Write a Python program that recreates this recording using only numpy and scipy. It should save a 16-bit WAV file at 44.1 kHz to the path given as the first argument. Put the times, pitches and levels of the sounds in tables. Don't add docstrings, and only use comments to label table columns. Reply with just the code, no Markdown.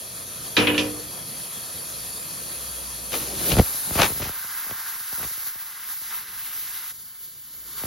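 import sys
import numpy as np
from scipy import signal
from scipy.fft import rfft, irfft, next_fast_len
from scipy.io import wavfile
from scipy.ndimage import uniform_filter1d, map_coordinates

SR = 44100
rng = np.random.default_rng(int(sys.argv[2]) if len(sys.argv) > 2 else 0)


def store_wav(level_fs):
    pcm = np.round(np.clip(np.atleast_2d(level_fs), -1, 1) * 32767)
    wavfile.write(sys.argv[1], SR, pcm.T.astype(np.int16))


N = 346626

# time_s, fizz_db, rumble_db
FAR_LEAK = [(0, -39, -49), (.45, -37.5, -45.5), (1.05, -38, -44), (1.5, -37.5, -48), (2.7, -36.5, -47.5),
            (3.09, -38, -46), (3.16, -32, -44), (3.24, -35, -42), (3.34, -36, -42), (3.48, -30, -36.5),
            (3.55, -33, -33.5), (3.64, -32.5, -51), (3.86, -33.5, -52), (4.01, -31.5, -37),
            (4.09, -31.5, -53), (4.14, -39, -62)]
# pitch_hz, density_db (per Hz)
FAR_COLOUR = [(60, -5), (130, 0.0), (300, -7.8), (700, -6.2), (1600, -7.3), (2200, -11.3), (3000, -11.5),
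              (4400, -5.2), (5300, -8.4), (7800, -7.0), (9600, -0.6), (11700, -4.0), (13500, -6.7),
              (15600, -3.2)]
# pitch_hz, correlation (1 is identical)
FAR_ALIKE = [(60, 0.98), (300, 0.93), (700, 0.14), (1400, 0.014), (2200, 0.077), (3100, 0.85), (4200, 1),
             (5200, 0.5), (6200, 0.29), (7300, 0.47)]
# pitch_hz, left_minus_right_db
FAR_BALANCE = [(200, -1), (700, 2), (1300, 5), (2400, 2.5), (4400, 1), (7000, 0)]
# pitch_hz, spread_hz, gain_db
FAR_PEAKS = [(503, 28, 4.5), (650, 67, 2), (827, 50, -4.5), (1280, 90, 1.5), (1510, 90, -2.5),
             (1770, 25, 2.5), (2150, 120, 0), (2530, 100, 5), (2900, 90, 1), (3304, 94, 6), (3900, 90, -1),
             (4230, 60, 2), (4590, 70, 4.5), (4860, 80, -3.5)]
# rest_db, slope (dB gained for each dB of fizz)
FAR_FOLLOW = [(-47.5, 1.03), (-42, 1), (-36, 1.12), (-37.5, 3)]
FAR_REST_DB = -37
BODY_FROM_RUMBLE, RUMBLE_REST_DB = 0.27, -42.5
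LIFTED_S, LIFTING_S = 3.08, .1

# time_s, hiss_db, throat_db
NEAR_LEAK = [(4.09, -39, -50), (4.18, -36.5, -47.5), (4.35, -40, -44.5), (4.55, -39, -41.5),
             (4.75, -40, -42), (4.92, -39.5, -43), (5.07, -39, -47.5), (5.17, -38, -42), (5.25, -37, -42.5),
             (5.35, -40, -49.5), (5.47, -38, -46.5), (5.53, -43.5, -48), (5.84, -43, -48.5),
             (5.93, -38, -45), (5.96, -42.5, -53), (6.095, -40, -49), (6.115, -39.5, -41),
             (6.17, -39.5, -43), (6.25, -44.5, -49), (6.4, -41, -47.5), (6.7, -40, -49), (6.84, -41, -46.5),
             (6.905, -39, -48.5), (6.93, -45.5, -62), (7.03, -45.5, -61), (7.13, -49, -59),
             (7.26, -45, -62), (7.36, -48, -63.5), (7.65, -45.5, -58), (7.8, -39.5, -45.5),
             (7.86, -38, -45)]
# time_s, level_db
NEAR_MIDDLE = [(4.18, -48), (4.22, -47), (4.33, -50), (5.19, -50.5), (5.2, -49.5), (5.66, -53.5),
               (5.9, -50.5), (6.0, -55.5), (6.15, -45.5), (6.21, -52), (6.61, -48), (6.91, -49.5),
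               (6.93, -63.5), (7.64, -59.5), (7.85, -48.5), (7.86, -52)]
# pitch_hz, density_db (per Hz)
NEAR_COLOUR = [(650, -27), (830, -14), (1300, -9.5), (1600, -8), (2120, -10.5), (2450, -16.5),
               (2800, -15.5), (3300, -15.5), (4400, -13.1), (7000, -14.2), (9300, -12.5), (11500, -7.1),
               (13300, -8.8), (14600, -3.8), (15600, 0.0)]
# pitch_hz, correlation
NEAR_ALIKE = [(300, 0.93), (640, 0.54), (1400, 0.87), (2100, 0.95), (2800, 0.83), (3700, 1), (4300, 0.99),
              (4800, 0.69), (5400, 0.88), (6400, 0.62), (7300, 0.67)]
# pitch_hz, correlation
TREBLE_ALIKE = [(7650, 1), (8700, 1), (9100, .8), (10100, .8), (10700, 1), (12200, 1), (12600, .8),
                (13800, .8), (14300, 1)]
# mean_db, slope (dB gained for each dB of hiss)
NEAR_FOLLOW = [(-44, 1.21), (-38, 1.3), (-25, 1.2)]
# pitch_hz, spread_hz, gain_db
FILLING_PEAKS = [(1630, 28, 4), (1740, 85, -3.5), (2310, 91, -2.5), (3580, 80, 1.5), (3920, 40, 3.5)]
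# pitch_hz, spread_hz, gain_db
EASED_PEAKS = [(1900, 150, -4), (2550, 140, -6), (3030, 79, 5), (3530, 120, 3), (4550, 74, 5),
               (5540, 700, -2), (7000, 250, 3)]
NEAR_MEAN_DB, EASED_S = -39, 6.92
EDGE_FLICKER_DB, FLICKERS_PER_S = 1.6, 12
# time_s, level_db
WHISTLE = [(4.3, -56), (4.4, -45), (4.6, -59), (4.8, -55), (5, -51), (5.16, -45), (5.3, -60)]
# pitch_hz, density_db (per Hz)
WHISTLE_COLOUR = [(1150, -34), (1400, -1), (1570, 2), (1750, -21), (2100, -32), (4000, -90)]

# time_s, level_db, width_ms, way (push 1, pull -1)
POPS = [(3.5149, -17, 1.4, 1), (3.5246, -13.1, 3, -1), (3.5363, -17, 1.7, 1), (3.5537, -15, 1.6, -1),
        (3.5672, -9, 1.6, 1), (3.5739, -14, 1.6, -1), (3.5807, -9.5, 1.9, -1), (3.5846, -5.5, 3.1, 1),
        (3.592, -4.5, 1.8, -1), (3.5953, -2, 2.4, 1), (3.5961, -3.5, 1.6, -1), (3.6109, -15.5, 1.5, 1),
        (3.6158, -21.5, 1.4, -1), (3.7424, -33, 0.9, -1), (3.908, -20, 1.4, -1), (3.9545, -14, 1.2, 1),
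        (3.9725, -20.5, 0.89, -1), (3.985, -18, 0.45, -1), (3.9898, -7.5, 0.41, 1), (3.9972, -11, 0.35, 1),
        (4.0025, -10, 0.25, 1), (4.0106, -23, 0.34, -1), (4.0283, -13.5, 0.28, -1), (4.0325, -15, 0.12, 1),
        (4.039, -14, 0.19, -1), (4.0515, -16.5, 0.2, 1), (4.0635, -20.5, 0.25, 1),
        (4.0745, -25.5, 0.15, -1), (4.1004, -25, 1, -1), (4.1178, -25, 1.6, 1), (4.1483, -33, 0.92, 1),
        (4.1591, -29, 0.64, -1), (4.1745, -30, 0.74, -1), (4.1966, -25, 0.83, 1), (4.2027, -22.5, 1.05, -1),
        (4.2131, -25.5, 0.85, 1), (4.2214, -23.5, 0.86, 1), (4.2257, -24.5, 1.1, -1),
        (4.2364, -34, 0.77, 1), (4.2546, -25, 0.57, -1), (4.2677, -26, 1.7, -1), (4.292, -21, 0.33, -1),
        (4.3642, -43, 0.85, 1), (4.4425, -33, 0.24, 1), (4.6638, -34.5, 0.33, -1), (4.6943, -30, 0.35, 1),
        (4.7098, -20, 0.21, -1), (4.7201, -32, 0.81, -1), (5.1258, -31.5, 0.58, 1), (5.1792, -32, 0.36, -1),
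        (5.1974, -31.5, 0.69, -1), (5.2257, -31, 0.35, -1), (5.2316, -29, 0.33, 1), (5.2454, -27, 0.71, -1),
        (5.2634, -38.5, 1.1, -1), (5.3081, -34.5, 0.3, 1), (5.3732, -39.5, 0.64, 1),
        (5.4685, -41, 0.49, -1), (5.5539, -41, 0.87, 1), (6.0141, -43, 0.78, 1), (6.106, -39.5, 0.21, 1),
        (6.1675, -44.4, 0.51, 1), (7.8154, -34.5, 0.57, -1), (7.8357, -19.5, 0.52, 1),
        (7.8517, -26, 0.5, -1)]
# start_s, end_s, level_db, eddies_per_s (nominal), width_ms
FLURRIES = [(3.4, 3.6, -31.5, 118, 1.1), (4.076, 4.3, -46.5, 63, 0.39), (4.331, 5.1, -47.5, 11.6, 1.6),
            (5.2, 5.27, -38.5, 65, 0.45), (5.299, 6.2, -53.5, 6.1, 1.3)]
SIDEWAYS_DB, SCATTER_DB = 1.2, -3.5
SNAP_DB, SNAP_LATE_S, SNAP_WIDTH_S = -6, .0015, .00007
# time_s, level_db, rise_s (for 20 dB), t60_s, brightness_db
GUSTS = [(3.135, -31.5, 0.021, 0.18, 3), (3.2, -45, 0.032, 0.86, 4), (3.45, -46.5, .3, 0.93, 6),
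         (3.521, -36, 0.064, 0.2, 8), (3.585, -29.5, 0.035, 0.13, 1.5), (3.978, -28, 0.026, .2, -3),
         (3.993, -18.5, 0.008, 0.27, -7), (4.033, -18, 0.082, 0.14, -1.5), (4.065, -35.5, .01, 0.26, 4),
         (4.221, -36.5, 0.021, 0.38, 0), (5.24, -42, 0.037, 0.09, 0.5), (6.105, -57, .004, 0.13, 13)]
# pitch_hz, density_db (per Hz)
GUST_COLOUR = [(60, -8), (150, -29), (300, -15.5), (600, -13), (1000, -10), (1500, -13), (3000, -4),
               (5000, -11.5), (7000, -13.5), (12000, -36), (15500, -24)]
GUST_LUMPS_DB = 2.8

# time_s, level_db, bench_db, edge_db, clank_hz, clank_db, clatter_db
BUCKLE = [(0.5663, -1, -9, -16, 3460, 0, -1), (0.588, -13, -10.5, -22, 2700, 2, -2.5),
          (0.62, -17.5, -18, -30, 2600, 5, -11), (0.6702, -6.5, -8.5, -37, 2450, 5, -2),
          (0.7438, -16.5, -28, -30, 2790, 3.5, 0), (0.7783, -11, -8, -8.5, 2660, 9, -5),
          (0.79, -17.5, -17, -9, 2900, 8, -4.5)]
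# pitch_hz, level_db, t60_s
BENCH = [(108, -12.5, 1), (198.4, -8.5, 0.53), (243.4, -6, 0.52), (300.6, 0.5, 0.75), (368, -1, 0.27),
         (438, -6.5, 0.54), (482, -8.5, 1), (538, -1, 0.27), (613, -13, 0.33), (665, -18, 0.32),
         (759, -14, 0.35), (971, -6.5, 0.13), (1060, -20.5, 0.26), (1230, -21, 0.26)]
# pitch_hz, width_hz (wider dies sooner), level_db
STEEL = [(1748, 31, -0.5), (1960, 39, -5), (2120, 40, -17), (2428, 34, 6), (2538, 26, 3), (2720, 21, -7.5),
         (2930, 25, 2.5), (3220, 37, 3), (3760, 48, -7), (3590, 56, -8), (4000, 62, -23), (4540, 60, -5),
         (4950, 43, -26), (5200, 39, -15.5)]
# pitch_hz, density_db (per Hz)
CLATTER = [(150, -28), (350, 0.5), (800, -13), (1300, -2.5), (1900, -9.5), (2600, -4.5), (3700, -7.5),
           (5500, -32.5), (8500, -48), (11000, -57)]
# pitch_hz, t60_s
CLATTER_T60 = [(400, 0.67), (1200, 0.45), (2600, 0.48), (4000, 0.31), (7000, 0.25)]
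# pitch_hz, t60_s
WALLS = [(200, 0.63), (1000, 0.39), (3000, 0.2), (7000, 0.099)]
RING_DB, BOOM_DB, BOOM_RISE_S, BUCKLE_LEFT_DB = -23.5, -11.5, 0.0044, 0.3
RING_WANDER, BOOM_WANDER = .02, .009
CLANK_T60_S, TICK_T60_S, TICK_DB = 0.14, 0.058, -10.5

# time_s, level_db
DRAG = [(3.1, -49), (3.116, -50), (3.134, -29.5), (3.2, -44.5), (3.324, -39), (3.368, -47.5),
        (3.418, -37.5), (3.458, -40.5), (3.53, -30.5)]
# pitch_hz, density_db (per Hz)
DRAG_COLOUR = [(150, -30), (300, 0), (420, 0), (600, -3), (760, -16.5), (1500, -49.5)]
# time_s, level_db
SHOP = [(4.08, -42), (4.16, -58), (4.33, -65), (5.4, -71.5), (6.54, -59), (7.24, -66.5), (7.64, -57.5),
        (7.86, -56)]
# pitch_hz, density_db (per Hz)
SHOP_COLOUR = [(25, -5.5), (60, -5), (130, 4), (300, -3.5), (600, -10), (900, -43.5)]
# start_s (of the hold), hold_s, level_db
HUM = [(.75, .2, -53), (1.97, .05, -51), (2.62, 1, -47.5), (6.3, 0.38, -65), (7.6, .3, -58)]
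HUM_HZ, HUM_WAVER_HZ = 58.4, 2.9
HUM_RISE_DB_PER_S, HUM_FALL_DB_PER_S, HUM_REST_DB = 57, 64.5, -70

# pitch_hz, left_lag_radians
TURN = [(5800, 0), (6370, .6), (6890, 1.3), (7410, 2.2), (7680, 3.12), (8750, 3.16), (10700, 6.2),
        (12300, 6.4), (14300, 9.4), (15250, 9.45), (15600, 10.0)]
TOP_HZ = 15900
HALVES = np.array([[.5], [-.5]])


def near_leak():
    hiss_db, throat_db = curves(NEAR_LEAK)
    body_db, fizz_db, edge_db = follow(hiss_db - NEAR_MEAN_DB, NEAR_FOLLOW)
    edge_db = edge_db + EDGE_FLICKER_DB * wobble(FLICKERS_PER_S)
    rows = np.transpose([np.arange(N) / SR, throat_db, *curves(NEAR_MIDDLE), body_db, fizz_db, edge_db])
    colour, alike = [(350, -29.5)] + NEAR_COLOUR, NEAR_ALIKE + TREBLE_ALIKE
    centres_hz = [1500, 2900, 4800, 11500, 15000]
    filling = rush(colour, alike, .7, centres_hz, rows, peaks=FILLING_PEAKS)
    eased = rush(colour, alike, .7, centres_hz, rows, peaks=EASED_PEAKS)
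    hiss = np.where(np.arange(N) < EASED_S * SR, filling, eased)
    whistle_rows = [(4.2, -90)] + WHISTLE + [(5.4, -100)]
    whistle = rush([(500, -90)] + WHISTLE_COLOUR, NEAR_ALIKE, .7, [1570], whistle_rows)
    return (hiss + whistle) * amp(0.76 * wobble(45)) * fade(4.09, 0.015)


def far_leak():
    s, fizz_db, rumble_db = np.transpose(FAR_LEAK)
    throat_db, body_db, *top_db = follow(fizz_db - FAR_REST_DB, FAR_FOLLOW)
    body_db = body_db + BODY_FROM_RUMBLE * (rumble_db - RUMBLE_REST_DB)
    rows = np.transpose([s, rumble_db, throat_db, body_db, *top_db])
    colour, alike = [(8.7, -37.0)] + FAR_COLOUR, FAR_ALIKE + TREBLE_ALIKE
    centres_hz = [250, 1500, 4500, 10500, 15000]
    lying = rush(colour, alike, 1.55, centres_hz, rows, FAR_BALANCE, size=1024, peaks=FAR_PEAKS)
    lifted = rush(colour, alike, 1.55, centres_hz, rows, FAR_BALANCE, size=1024)
    angle = np.pi / 2 * fade(LIFTED_S, LIFTING_S)
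    hiss = np.cos(angle) * lying + np.sin(angle) * lifted
    return hiss * amp(0.45 * wobble(30.07)) * (1 - fade(4.1, 0.056))


def pops():
    out, t = np.zeros((2, N + 2000)), np.arange(-800, 800) / SR
    eddies = POPS + flurries()
    leans = rng.standard_normal(len(eddies))
    for (s, db, width_ms, way), lean in zip(eddies, leans):
        age = 1000 * np.abs(t) / max(width_ms, .05)
        push = 0.74 * np.exp(-age) + 1.35 * np.exp(-5 * age) + 0.041 * np.exp(-.3 * age)
        push = push + amp(SNAP_DB) * np.exp(-np.abs(t - SNAP_LATE_S) / SNAP_WIDTH_S)
        first = round(s * SR) - len(t) // 2
        gain = np.sign(way) * amp(db + SIDEWAYS_DB * lean * HALVES)
        out[:, first:first + len(t)] += gain * push
    return out[:, :N]


def flurries():
    rows = []
    for start, end, db, rate, width_ms in FLURRIES:
        draw = rng.standard_normal((40, 3))
        times = start + np.cumsum(np.exp(.5 * draw[:, 0])) / rate
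        for s, (_, size, way) in zip(times, draw):
            if s < end:
                rows.append((s, db + SCATTER_DB * size, width_ms, way))
    return rows


def gusts():
    t = np.arange(0, N / SR, .003)
    swells = []
    for s, db, rise, t60, _ in GUSTS:
        swells.append(db + np.where(t < s, 20 * (t - s) / rise, -60 * (t - s) / t60))
    loudest = np.argmax(swells, axis=0)
    level_db = np.maximum(np.max(swells, axis=0), -120)
    rows = np.transpose([t, level_db, level_db + 0.5 + np.array(GUSTS)[loudest, -1]])
    alike = [(300, 0.76), (1000, 0.73), (3000, 0.85), (7200, 1.0)]
    lean = [(300, 2.5), (2000, 5.0), (5000, 4.0), (8000, 5.5)]
    air = rush([(20, -17)] + GUST_COLOUR, alike, 0.3, [700, 3000], rows, lean, size=256)
    return air * unit(amp(GUST_LUMPS_DB * wobble(300)))


def buckle():
    out, count = np.zeros((2, N)), SR // 2
    for s, db, bench_db, edge_db, clank_hz, clank_db, clatter_db in BUCKLE:
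        hit = amp(RING_DB) * steel_ring(count) + amp(bench_db + BOOM_DB) * bench_boom(s, count)
        clatter = amp(15.0 + clatter_db) * dying(CLATTER, CLATTER_T60)
        edge = amp(edge_db + 19.0) * dying([(3000, -30), (5000, 0), (8500, -14), (11000, -60)], CLATTER_T60)
        middle, side = clatter + amp(clank_db + 10.5) * clank(clank_hz) + edge
        walls = dying([(200, -29.0), (900, 10), (6000, -0.5), (9000, -31.5)], WALLS)
        room = signal.fftconvolve(hit[None], walls, axes=1)[:, :count]
        bounce = hit + amp(-2.5) * room + middle + 0.44 * side * [[1], [-1]]
        start = round(s * SR)
        out[:, start:start + count] += amp(db + BUCKLE_LEFT_DB * HALVES) * bounce
    return out


def steel_ring(count):
    t, ring = np.arange(count) / SR, 0
    for hz, width, level_db in STEEL:
        fall = amp(level_db + rng.normal(0, 2) - 16 * width * t)
        phase = 2 * np.pi * hz * t + rng.uniform(0, 6) + wander(RING_WANDER, count)
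        ring = ring + fall * np.sin(phase)
    return ring


def bench_boom(s, count):
    t, boom = np.arange(count) / SR, 0
    for hz, level_db, t60 in BENCH:
        fall = amp(level_db + rng.normal(0, 1.5) - 60 * t / t60)
        phase = 2 * np.pi * hz * (s + t) + wander(BOOM_WANDER, count)
        boom = boom + fall * np.sin(phase)
    return boom * np.cos(np.pi * t) * (1 - np.exp(-t / BOOM_RISE_S))


def clank(hz):
    band = [(.7 * hz, -24), (.88 * hz, -3), (1.1 * hz, 0), (1.6 * hz, -18), (3 * hz, -70)]
    tick = dying([(1500, -30), (2500, 0), (4200, -3), (5200, -25), (9000, -60)], [(1, TICK_T60_S)])
    return dying(band, [(1, CLANK_T60_S)]) + amp(TICK_DB) * tick


def drag():
    rows = [(3.08, -90)] + DRAG + [(3.6, -89.5)]
    return rush(DRAG_COLOUR, [(300, .9)], 1.3, [450], rows, [(300, 1.5)]) * amp(1.4 * wobble(70))


def shop():
    t = np.arange(N) / SR
    swells = []
    for s, hold, db in HUM:
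        before, after = np.maximum(s - t, 0), np.maximum(t - s - hold, 0)
        swells.append(db - HUM_RISE_DB_PER_S * before - HUM_FALL_DB_PER_S * after)
    hum_db = np.maximum(np.max(swells, axis=0), HUM_REST_DB)
    phase = 2 * np.pi * np.cumsum(HUM_HZ + HUM_WAVER_HZ * wobble(4.0)) / SR
    hum = np.sin(phase) * np.sqrt(2)
    low_noise = rush(SHOP_COLOUR, [(100, 1.0), (600, 1.0)], 2.6, [200], SHOP, size=2048)
    return low_noise * fade(3.8, 0.17) + amp(hum_db) * hum


def rush(colour, alike, patchy_db, centres_hz, rows, lean=((1, 0),), size=512, peaks=()):
    hz, t, z = signal.stft(rng.standard_normal((2, N)), SR, nperseg=size)
    patches = uniform_filter1d(rng.standard_normal(z.shape[1:]), size=10, axis=0)
    patches = uniform_filter1d(patches, size=6, axis=1)
    bumps_db = sum(db * np.exp(-.5 * ((hz - c) / w) ** 2) for c, w, db in peaks)
    spectrum = amp(along(colour, hz) + bumps_db)
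    s, *levels_db = np.transpose(rows)
    registers = 0
    for weights, db in zip(np.eye(len(centres_hz)), levels_db):
        shape = spectrum * along(list(zip(centres_hz, weights)), hz)
        gain = amp(np.interp(t, s, db)) / np.sqrt(np.mean(shape ** 2))
        registers = registers + shape[:, None] * gain
    angle = np.arccos(np.clip(along(alike, hz), -1, 1))[:, None] / 2
    mid, side = np.cos(angle) * z[0], np.sin(angle) * z[1]
    pair = np.array([mid + side, mid - side]) * amp(along(lean, hz) * HALVES)[:, :, None]
    return signal.istft(pair * registers * amp(patchy_db * unit(patches)), nperseg=size)[1][:, :N]


def dying(colour, t60s):
    hz, t, z = signal.stft(rng.standard_normal((2, SR // 2)), SR, nperseg=128)
    level_db = along(colour, hz)[:, None] - 60 * t / along(t60s, hz)[:, None]
    tail = signal.istft(z * amp(level_db), SR, nperseg=128)[1][:, :SR // 2]
    return tail / np.linalg.norm(tail[0])


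def follow(lead_db, laws):
    return [base_db + slope * lead_db for base_db, slope in laws]


def wander(step, count):
    return np.cumsum(step * rng.standard_normal(count))


def wobble(rate):
    knots = rng.standard_normal(int(N * rate / SR) + 4)
    return map_coordinates(knots, [np.arange(N) * rate / SR])


def fade(start, length):
    return np.clip((np.arange(N) / SR - start) / length, 0, 1)


def curves(rows):
    s, *cols = np.transpose(rows)
    return [np.interp(np.arange(N) / SR, s, c) for c in cols]


def along(points, hz):
    f, v = np.transpose(points)
    return np.interp(np.log(hz + 1), np.log(f + 1), v)


def amp(db):
    return 10 ** (np.asarray(db) / 20)


def unit(x):
    return x / np.sqrt(np.mean(x ** 2) + 1e-20)


def filtered(x, response):
    m = next_fast_len(N + SR // 2)
    return irfft(rfft(x, m) * response(np.fft.rfftfreq(m, 1 / SR)), m)[..., :N]


def scene():
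    return near_leak() + far_leak() + pops() + gusts() + buckle() + drag() + shop()


def response(hz):
    lag = np.exp(-3.5j * np.pi * np.log((hz + 30) / 2000))
    cut = 1 / np.sqrt(1 + (48 / (hz + 1)) ** 7)
    turn = np.exp(-1j * along(TURN, hz) * HALVES)
    return lag * cut * turn


def record(dry):
    wet = filtered(dry, response)
    wet = wet / (1 + np.abs(wet / .9) ** 6) ** (1 / 6)
    return filtered(wet, lambda hz: hz < TOP_HZ)


dry = scene()
out = record(dry)
store_wav(out)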